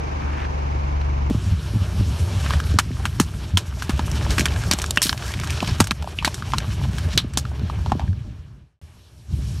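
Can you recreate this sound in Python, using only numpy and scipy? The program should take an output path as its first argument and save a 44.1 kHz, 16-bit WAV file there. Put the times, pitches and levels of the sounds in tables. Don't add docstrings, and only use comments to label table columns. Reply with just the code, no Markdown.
import sys
import numpy as np
from scipy import signal
from scipy.fft import rfft, irfft, next_fast_len
from scipy.io import wavfile
from scipy.ndimage import uniform_filter1d

SR = 44100
rng = np.random.default_rng(int(sys.argv[2]) if len(sys.argv) > 2 else 0)


def wav_record(signal):
    frames = np.transpose(np.atleast_2d(signal))
    bounded = np.clip(frames, -1, 1)
    quanta = np.round(bounded * 32767).astype(np.int16)
    wavfile.write(sys.argv[1], SR, quanta)


N = 423339
TIME = np.arange(N) / SR

BOTTLES_S, FADE_END_S, LAST_PASSAGE_S = 1.3, 8.79, 8.815
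# hz, level_db (per Hz)
RUMBLE_SPECTRUM = [(20, -62), (38, -14.5), (65, 4.5), (92, 1), (140, -5), (230, -18), (370, -28.5),
                   (750, -68.5)]


def amp(db):
    return 10 ** (np.asarray(db) / 20)


def rms_one(x):
    return x / np.sqrt(np.mean(x ** 2) + 1e-20)


def in_time(rows):
    s, *columns = np.transpose(rows)
    return [np.interp(TIME, s, column) for column in columns]


def coloured(spectrum):
    hz, db = np.transpose(spectrum)
    size = next_fast_len(N, real=True)
    grid = np.arange(1, size // 2 + 2) * SR / size
    gain = amp(np.interp(np.log(grid), np.log(hz), db))
    return rms_one(irfft(rfft(rng.standard_normal(size)) * gain, size)[:N])


def band(x, low_hz, high_hz):
    sos = signal.butter(2, [low_hz, min(high_hz, .45 * SR)], "band", fs=SR, output="sos")
    return signal.sosfilt(sos, x)


def drift(rate):
    steps = int(N / SR * rate) + 2
    return np.interp(TIME * rate, np.arange(steps), rng.standard_normal(steps))


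def ring(x, hz, t60):
    r, w = amp(-60 / (t60 * SR)), 2 * np.pi * hz / SR
    return signal.lfilter([0, np.sin(w)], [1, -2 * r * np.cos(w), r * r], x + 1e-18)


def add_at(out, s, sound):
    at = round(s * SR)
    out[at:at + len(sound)] += sound


def engine():
    # start_s, thrum_hz (firing rate before jitter), thrum_db, noise_db
    idle = [(0.0, 71.64, -29, -36.5), (1.3, 70.2, -21, -38.5)]
    orders = [(1, -21), (2, -12), (3, 0), (5, -17), (6, -13.5), (9, -24.5)]
    # hz, level_db (per Hz)
    noise_spectrum = [(100, -30), (165, -4), (300, -3), (600, -11), (950, -9), (1400, -16), (1700, -16),
                      (1950, -18.5), (2250, -15), (2900, -21), (3300, -26), (6300, -29), (8200, -45),
                      (11800, -47.5), (12600, -77)]
    jitter, throb = 0.01, 0.12
    rumble_db, across_db, port_lag_s = -35.5, 2.5, 0.0003

    thrum_hz, thrum_db, noise_db = in_time(idle)
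    cycle = 2 * np.pi * np.cumsum(thrum_hz / 3 * (1 + jitter * drift(28))) / SR
    tones = 0
    for multiple, db in orders:
        tones = tones + amp(db + drift(10.7)) * np.sin(multiple * cycle + rng.uniform(0, 2 * np.pi))
    low = np.sqrt(2) * amp(thrum_db) * tones + amp(rumble_db) * coloured(RUMBLE_SPECTRUM)
    late_low = np.interp(TIME - port_lag_s, TIME, low)

    puff = amp(noise_db) * (1 + throb * np.cos(cycle))
    ahead = puff * coloured(noise_spectrum)
    across = amp(across_db) * puff * rms_one(band(coloured(noise_spectrum), 590, 1350))
    scattered = amp(-1.5) * puff * coloured(noise_spectrum)
    left = amp(1.0) * low + ahead + across + scattered
    right = late_low + ahead - across - scattered
    return np.array([left, right]) * (TIME < BOTTLES_S)


def tube():
    from_s, to_s, creases_per_s, smallest_db = .19, .42, 260, -36
    sizes = amp(3.5 * np.minimum(rng.exponential(1, N), 3)) * rng.choice([-1, 1], N)
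    born = (rng.random(N) < creases_per_s / SR) * (TIME > from_s) * (TIME < to_s)
    dealt = rng.integers(0, 5, N)
    pitches_hz = np.geomspace(1250, 2700, 5)
    ticks = sum(ring(sizes * born * (dealt == k), hz, 14.0 / hz) for k, hz in enumerate(pitches_hz))
    return amp(smallest_db) * ticks


def sprays():
    jets = [(.3, -38.5, 0.15, 0.077, 1580, 1.47), (1.013, -31.5, 0.0011, 0.03, 1500, 2),
            (4.975, -18.5, 0.0032, 0.067, 2800, 1.1), (5.018, -17, 0.012, 0.26, 4850, 2.34),
            (5.027, -16.5, 0.0087, .09, 4620, 1.18), (5.2, -34.5, 0.11, 0.22, 2140, 3.4),
            (5.4, -38, 0.34, .2, 2680, 1.8), (6.249, -18, 0.0052, .07, 4000, 1.1),
            (7.085, -34, 0.054, 0.062, 2670, 1.9), (7.176, -11.5, 0.0069, 0.078, 3750, 1.12)]
    splutter_db = 3.0
    out, age = np.zeros(N + SR), np.arange(SR // 2) / SR
    for s, level_db, rise, t60, hz, width in jets:
        width = max(width, 1.05)
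        shape = np.minimum(0.18 + age / rise, 1) * amp(-60 * np.maximum(age - rise, 0) / t60)
        steps = len(age) // 100
        splutter = np.interp(age * 300, np.arange(steps), rng.standard_normal(steps))
        jet = rms_one(band(rng.standard_normal(len(age)), hz / width, hz * width))
        add_at(out, s, amp(level_db + splutter_db * splutter) * shape * jet)
    return out[:N]


def fade(quiet_db, up_s):
    out_from_s, out_power, in_from_s = 8.01, 1.51, 9.25
    left = np.clip((LAST_PASSAGE_S - TIME) / (LAST_PASSAGE_S - out_from_s), 1e-3, 1)
    in_db = quiet_db * np.clip(1 - (TIME - in_from_s) / up_s, 0, 1)
    return np.where(TIME < LAST_PASSAGE_S, out_power * 20 * np.log10(left), in_db)


def wind():
    # start_s, level_db (before the fades and a 3 dB flutter)
    gusts = [(1.3, -23.5), (2.0, -22), (2.7, -21), (3.3, -25), (3.9, -26), (4.3, -19), (5.1, -29.5),
             (5.7, -24.5), (6.3, -27.5), (7.0, -21.5), (7.4, -27), (8.1, -21), (8.8, -34.5), (8.815, -31.5),
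             (9.6, -25)]
    level_db, = in_time(gusts)
    rumble = coloured(RUMBLE_SPECTRUM)
    rumble = rumble / (0.049 + np.sqrt(uniform_filter1d(rumble ** 2, size=2500)))
    return amp(level_db + fade(quiet_db=-18, up_s=0.089) + 3.0 * drift(25)) * rms_one(rumble)


def patchy(x, patch_db, rate):
    edges = np.geomspace(300, 16000, 13)
    total, sign = 0, 1
    for low_hz, high_hz in zip(edges, edges[1:]):
        total = total + sign * amp(patch_db * drift(rate)) * band(x, low_hz, high_hz)
        sign = -sign
    return rms_one(total)


def crush():
    # start_s, hiss_db (before flicker and fades)
    pressure = [(1.3, -37.5), (1.75, -36.5), (2.5, -32.5), (2.8, -39), (3.7, -40.5), (4.4, -32.5),
                (5.1, -40), (5.7, -35.5), (6.0, -40.5), (7.05, -38.5), (7.3, -45), (7.9, -39.5),
                (8.15, -46.5), (8.8, -45), (8.815, -46), (9.6, -47)]
    # hz, level_db (per Hz)
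    hiss_spectrum = [(200, -23), (300, 6.5), (600, -3), (1000, -3), (1700, -6), (3000, -8), (5500, -12),
                     (8000, -17), (11600, -22), (15500, -38.5), (16500, -61.5)]
    # start_s, lift_db (scaled below for the middle and the top)
    treble = [(1.3, 0.5), (6.5, 0.5), (7.5, -4.5), (8.8, -8), (8.815, 4), (9.6, 6)]
    on_from_s, on_until_s, roll_off_s = 2.4, 8.0, .4
    crackles_per_s, crackle_from_db = 150, -37.5
    grit_per_s, grit_db = 1500, -10.5

    (hiss_db,), (treble_db,) = in_time(pressure), in_time(treble)
    on_bottles = (TIME > on_from_s) * np.clip((on_until_s - TIME) / roll_off_s, 0, 1)
    unrest = 0.15 + on_bottles

    noise = patchy(coloured(hiss_spectrum), patch_db=2.5, rate=25)
    low = signal.lfilter(*signal.butter(1, 1500, fs=SR), noise)
    top = signal.lfilter(*signal.butter(1, 5500, "high", fs=SR), noise - low)
    middle = noise - low - top
    hiss = 0
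    for lift_db, part in [(0, low), (0.26 * treble_db, middle), (1.4 * treble_db, top)]:
        hiss = hiss + amp(lift_db + 3.3 * unrest * drift(45)) * part
    hiss = amp(0.61 * unrest * drift(10)) * hiss

    sizes = amp(5.3 * np.minimum(rng.exponential(1, N), 3.2)) * rng.choice([-1, 1], N)
    born = rng.random(N) < crackles_per_s * amp(1.5 * (hiss_db - crackle_from_db)) / SR
    clicks = sizes * born * np.sqrt(on_bottles)
    dealt = rng.integers(0, 14, N)
    crackle_hz = np.geomspace(800, 9000, 14)
    crackle = sum(ring(clicks * (dealt == k), hz, 6.8 / hz) for k, hz in enumerate(crackle_hz))

    grains = sizes * (rng.random(N) < grit_per_s * amp(4.0 * unrest * drift(20)) / SR)
    grit_hz = np.geomspace(1500, 7000, 7)
    grit = rms_one(sum(ring(grains * (dealt // 2 == k), hz, 4.7 / hz) for k, hz in enumerate(grit_hz)))

    mix = amp(-1.0) * hiss + amp(1.0) * crackle + amp(grit_db) * unrest * grit
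    return amp(hiss_db + fade(quiet_db=-12, up_s=0.13)) * mix


def thump(age):
    turn = 2 * np.pi * np.cumsum(130 + 220 * np.exp(-age / 0.0064)) / SR
    return np.sin(turn) * amp(-60 * age / 0.077)


def thuds():
    # start_s, level_db (starting height of the dying sine)
    pushes = [(1.305, -18), (1.309, -10), (1.347, -16.5), (1.736, -20.5), (2.01, -16.5), (2.742, -12.5),
              (2.907, -17), (3.202, -0.5), (3.894, -12), (3.993, -17.5), (4.381, -21), (4.396, -11.5),
              (4.417, -15), (4.712, -22), (4.737, -15), (5.056, -15.5), (5.626, -15.5), (5.804, 1.5),
              (5.91, -12), (6.273, -17), (7.174, -14), (7.246, -17), (7.372, -15), (7.616, -21.5),
              (7.92, -13.5), (7.953, -15), (9.389, -29.5)]
    age, out = np.arange(int(.1 * SR)) / SR, np.zeros(N + SR)
    for s, level_db in pushes:
        add_at(out, s, amp(level_db) * thump(age))
    return out[:N]


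def buffets():
    # start_s, strength_db (lowered by 6.5 dB below), pitch_hz
    eddies = [(1.342, -10, 102), (1.457, -7, 96.6), (1.513, -0.5, 83.3), (1.748, -4, 102.5),
              (1.81, -6.5, 96), (1.937, -7.5, 88.4), (1.997, -1, 98.5), (2.197, -6, 81), (2.357, -14, 94.3),
              (2.552, -3, 76.2), (2.706, -4, 73), (2.741, -1.5, 102), (2.907, -11, 126),
              (3.191, -11, 119.5), (3.533, -0.5, 89.6), (3.929, -5.5, 70), (4.653, -14, 87),
              (5.713, -11, 86), (5.796, 0.5, 101.4), (6.002, -9.5, 74.6), (6.673, -9, 105.3),
              (6.877, -9, 93.6), (7.05, -7, 84), (7.234, -17, 123), (7.624, -7, 94), (7.765, -13, 87),
              (8.08, -3.5, 90.5), (8.819, -29, 78)]
    age, out = np.arange(int(.2 * SR)) / SR, np.zeros(N + SR)
    shape = (age / 0.014) * np.exp(1 - age / 0.014)
    for s, strength_db, hz in eddies:
        turn = 2 * np.pi * hz * age + rng.uniform(0, 2 * np.pi)
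        push = np.sin(turn) + .25 * shape * np.sin(2 * turn) + 0.05 * shape * np.sin(3 * turn)
        add_at(out, s, amp(strength_db - 6.5) * shape * push)
    return out[:N]


def snaps():
    # start_s, peak_db (of the body), pitch_hz (main ring), t60_s (at least 0.01), treble_db (re body peak)
    breaks = [(2.461, -18, 1430, 0.049, -27), (2.506, -10, 1500, 0.087, -19),
              (2.536, -11.5, 1500, 0.057, -46), (2.601, -11, 1600, 0.03, -15),
              (2.787, 5, 1450, 0.061, -5.5), (3.054, -4, 1570, 0.071, -14), (3.199, 0.5, 1240, 0.098, -3),
              (3.572, 0.5, 3400, 0.085, -6.5), (3.822, -11, 1580, 0.099, -10.5),
              (3.894, -12, 1250, 0.11, -9), (3.993, -11.5, 990, 0.063, -26),
              (4.115, -17.5, 5840, 0.056, -13), (4.306, -14, 4630, 0.15, -5.5),
              (4.381, -4, 1630, 0.089, -8), (4.384, -5.5, 1990, 0.043, -12.5),
              (4.394, -7.5, 2300, 0.086, 0), (4.408, -6.5, 2280, 0.055, -11), (4.456, -5, 1950, 0.043, -5),
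              (4.462, -9.5, 1740, 0.027, -15), (4.484, -17.5, 3100, .03, -18), (4.521, -20, 2000, .03, -20),
              (4.56, -19.5, 1600, 0.08, -16), (4.636, -20.5, 1500, 0.087, -5),
              (4.712, -1, 4740, 0.091, -11.5), (4.727, -10.5, 3680, 0.076, -12.5),
              (4.734, -9, 1470, 0.03, 6.5), (4.787, -13, 1070, 0.043, 0), (4.799, -16.5, 2500, .02, -21),
              (4.817, -15.5, 1270, 0.037, 2.5), (4.841, -11.5, 1640, 0.01, -8),
              (4.862, -16, 6360, 0.012, -32), (4.907, -15, 5750, 0.021, 9), (4.959, -23.5, 6000, .03, 3),
              (4.973, 4, 1870, 0.025, -15), (5.018, -7.5, 2000, 0.044, 8), (5.059, -12, 4200, 0.037, -8),
              (5.067, -9, 4220, 0.084, -16), (5.094, -8.5, 1530, 0.026, -20),
              (5.093, -1.5, 4200, 0.056, -25), (5.128, -7, 1590, 0.014, -13), (5.176, -18, 2490, 0.06, -5),
              (5.223, -19, 1570, 0.08, -15), (5.338, -15.5, 2160, 0.057, -16),
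              (5.391, -20, 2200, 0.018, -25), (5.399, -17.5, 2250, 0.017, -5), (5.413, -21, 2400, .03, -20),
              (5.435, -14, 1430, 0.13, -11.5), (5.473, -18.5, 1580, 0.043, -6),
              (5.498, -19, 2460, 0.04, -15), (5.504, -18, 2500, .05, 2), (5.526, -23, 2600, .04, -15),
              (5.604, -13, 2650, 0.0099, -23), (5.627, -14.5, 850, 0.023, -58),
              (5.647, -21, 2800, .03, -18), (5.675, -16, 3200, 0.049, -4), (5.802, 2.5, 1220, 0.071, -2),
              (5.841, -15, 1560, 0.063, 3), (5.871, -11, 2400, 0.041, -3), (5.909, 0, 1810, 0.011, -11),
              (5.915, -2.5, 1420, 0.027, -11), (6.024, -17, 1000, 0.032, -12),
              (6.043, -18.5, 710, 0.013, -36), (6.074, -14, 820, 0.021, -61),
              (6.187, -7.5, 2610, 0.12, -73.5), (6.225, -16.5, 1010, 0.057, -32),
              (6.247, 0, 2270, 0.095, -8.5), (6.276, -5.5, 1040, 0.034, -19),
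              (6.343, -19.5, 1610, 0.048, 4), (6.423, -16, 1280, 0.04, -35), (6.52, -19, 2500, 0.044, -13),
              (6.535, -4.5, 1085, 0.063, -43), (6.583, -5.5, 4230, 0.025, -7.5),
              (6.603, -22, 1790, 0.024, -25), (6.983, -19.5, 1550, 0.084, -5.5),
              (7.176, 3.5, 3960, 0.081, -12.5), (7.336, -23.5, 1490, 0.05, -3),
              (7.373, -5.5, 1050, 0.074, 2), (7.452, -20, 1320, 0.047, -35), (7.698, -18, 1040, 0.023, -72),
              (7.861, -19, 960, 0.058, -43), (7.898, -28, 1100, .06, -22.5), (7.919, -5, 853, 0.046, -64),
              (7.995, -17, 840, 0.063, -36), (8.014, -26, 900, 0.16, -47), (8.078, -32.5, 1780, .03, -37),
              (8.13, -33.5, 1770, 0.027, -39)]
    # pitch_hz, level_db (before chance and distance from the main ring), t60_s
    wall_modes = [(950, 0, .025), (1370, -2, .02), (1650, -3, .02), (2300, -4, .02), (2670, -2, .02),
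                  (3240, 0, .02), (3850, -3, .015), (4370, -4, .015), (5900, -8, .015)]
    thump_db = -22.5
    out, span = np.zeros(N + SR), int(.14 * SR)
    age = np.arange(span) / SR
    for s, peak_db, hz, t60, treble_db in breaks:
        t60 = max(t60, .01)
        noise = rng.standard_normal((3, span))
        jerks = np.repeat(noise[2, :span // 60 + 1], 60)[:span]
        ragged = amp(-60 * age / t60 + 2.57 * jerks)
        crack = noise[0] * amp(-60 * age / 0.0079) * np.minimum(age / 0.00078, 1)
        crack[20] += 1.1 * np.sign(crack[20])
        push = crack + 0.23 * noise[0] * ragged
        rattle = crack + 0.4 * noise[1] * ragged

        wall = 0
        for (mode_hz, db, mode_t60), chance_db in zip(wall_modes, rng.normal(0, 3.9, len(wall_modes))):
            mode_db = db + chance_db - 24.0 * abs(np.log2(mode_hz / hz))
            wall = wall + amp(mode_db) * ring(push, mode_hz, mode_t60)
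        width = 1.19 + 0.52 * amp(0.45 * min(treble_db, 0))
        pop = band(ring(push * (age < 0.0008) + 0.16 * push, hz, 12.0 / hz), hz / 1.48, hz * 1.6)

        body = 0.74 * rms_one(band(push, hz / width, hz * width)) + 0.47 * rms_one(pop)
        body += amp(0.25 * treble_db) * rms_one(band(rattle, 830, 3900)) + 0.24 * rms_one(wall)
        splinter_shape = (amp(-60 * age / 0.006) + 0.23 * ragged) * np.minimum(age / 0.0017, 1)
        splinter = band(noise[1] * splinter_shape, 2800, 8530)
        for part, db in [(body, 0), (splinter, treble_db), (thump(age), thump_db)]:
            add_at(out, s, amp(peak_db + db) * part / np.max(np.abs(part)))
    return out[:N]


def gurgle():
    overtones = [(1.001, 4), (1.498, 12), (1.801, 10)]
    start_s, length_s, from_hz, to_hz, level_db = 5.21, .14, 720, 1500, -47
    part = np.clip((TIME - start_s) / length_s, 0, 1)
    turn = 2 * np.pi * np.cumsum(from_hz * (to_hz / from_hz) ** part) / SR
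    tones = sum(amp(db) * drift(150) * np.sin(multiple * turn) for multiple, db in overtones)
    return amp(level_db) * np.sin(np.pi * part) * tones


def housing(x):
    # centre_hz, width_hz, gain_db
    resonances = [(510, 45, -7.5), (603, 27, 6.5), (1640, 70, 2), (2015, 300, -4.5), (3030, 160, 2.5),
                  (5006, 310, -9.5), (5090, 340, 4.5), (5600, 190, 2.5), (10800, 380, -7), (11360, 590, 3)]
    for hz, width_hz, db in resonances:
        b, a = signal.iirpeak(hz, hz / width_hz, fs=SR)
        x = x + (amp(db) - 1) * signal.lfilter(b, a, x)
    return x


def scene():
    sounding = (TIME >= BOTTLES_S) * ((TIME < FADE_END_S) | (TIME >= LAST_PASSAGE_S))
    air = sounding * (wind() + buffets())
    objects = tube() + sprays() + sounding * crush() + thuds() + snaps() + gurgle()
    return engine() + air + housing(objects)


def duck(level_db, knee_db, share, release_db_s):
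    over = np.maximum(level_db - knee_db, 0)
    held = np.maximum.accumulate(over + release_db_s * TIME) - release_db_s * TIME
    return share * signal.lfilter([.003], [1, -.997], held)


def record(dry):
    level_db = 10 * np.log10(uniform_filter1d(np.mean(dry ** 2, axis=0), size=400) + 1e-12)
    fast_db = duck(level_db, knee_db=-18.5, share=0.085, release_db_s=42.5)
    slow_db = duck(level_db, knee_db=-20, share=0.34, release_db_s=17.5)
    wet = np.tanh(dry * amp(-fast_db - slow_db) / 1.077) * 1.168
    return signal.sosfilt(signal.cheby2(14, 80, 16800, fs=SR, output="sos"), wet)


dry = scene()
out = record(dry)
wav_record(out)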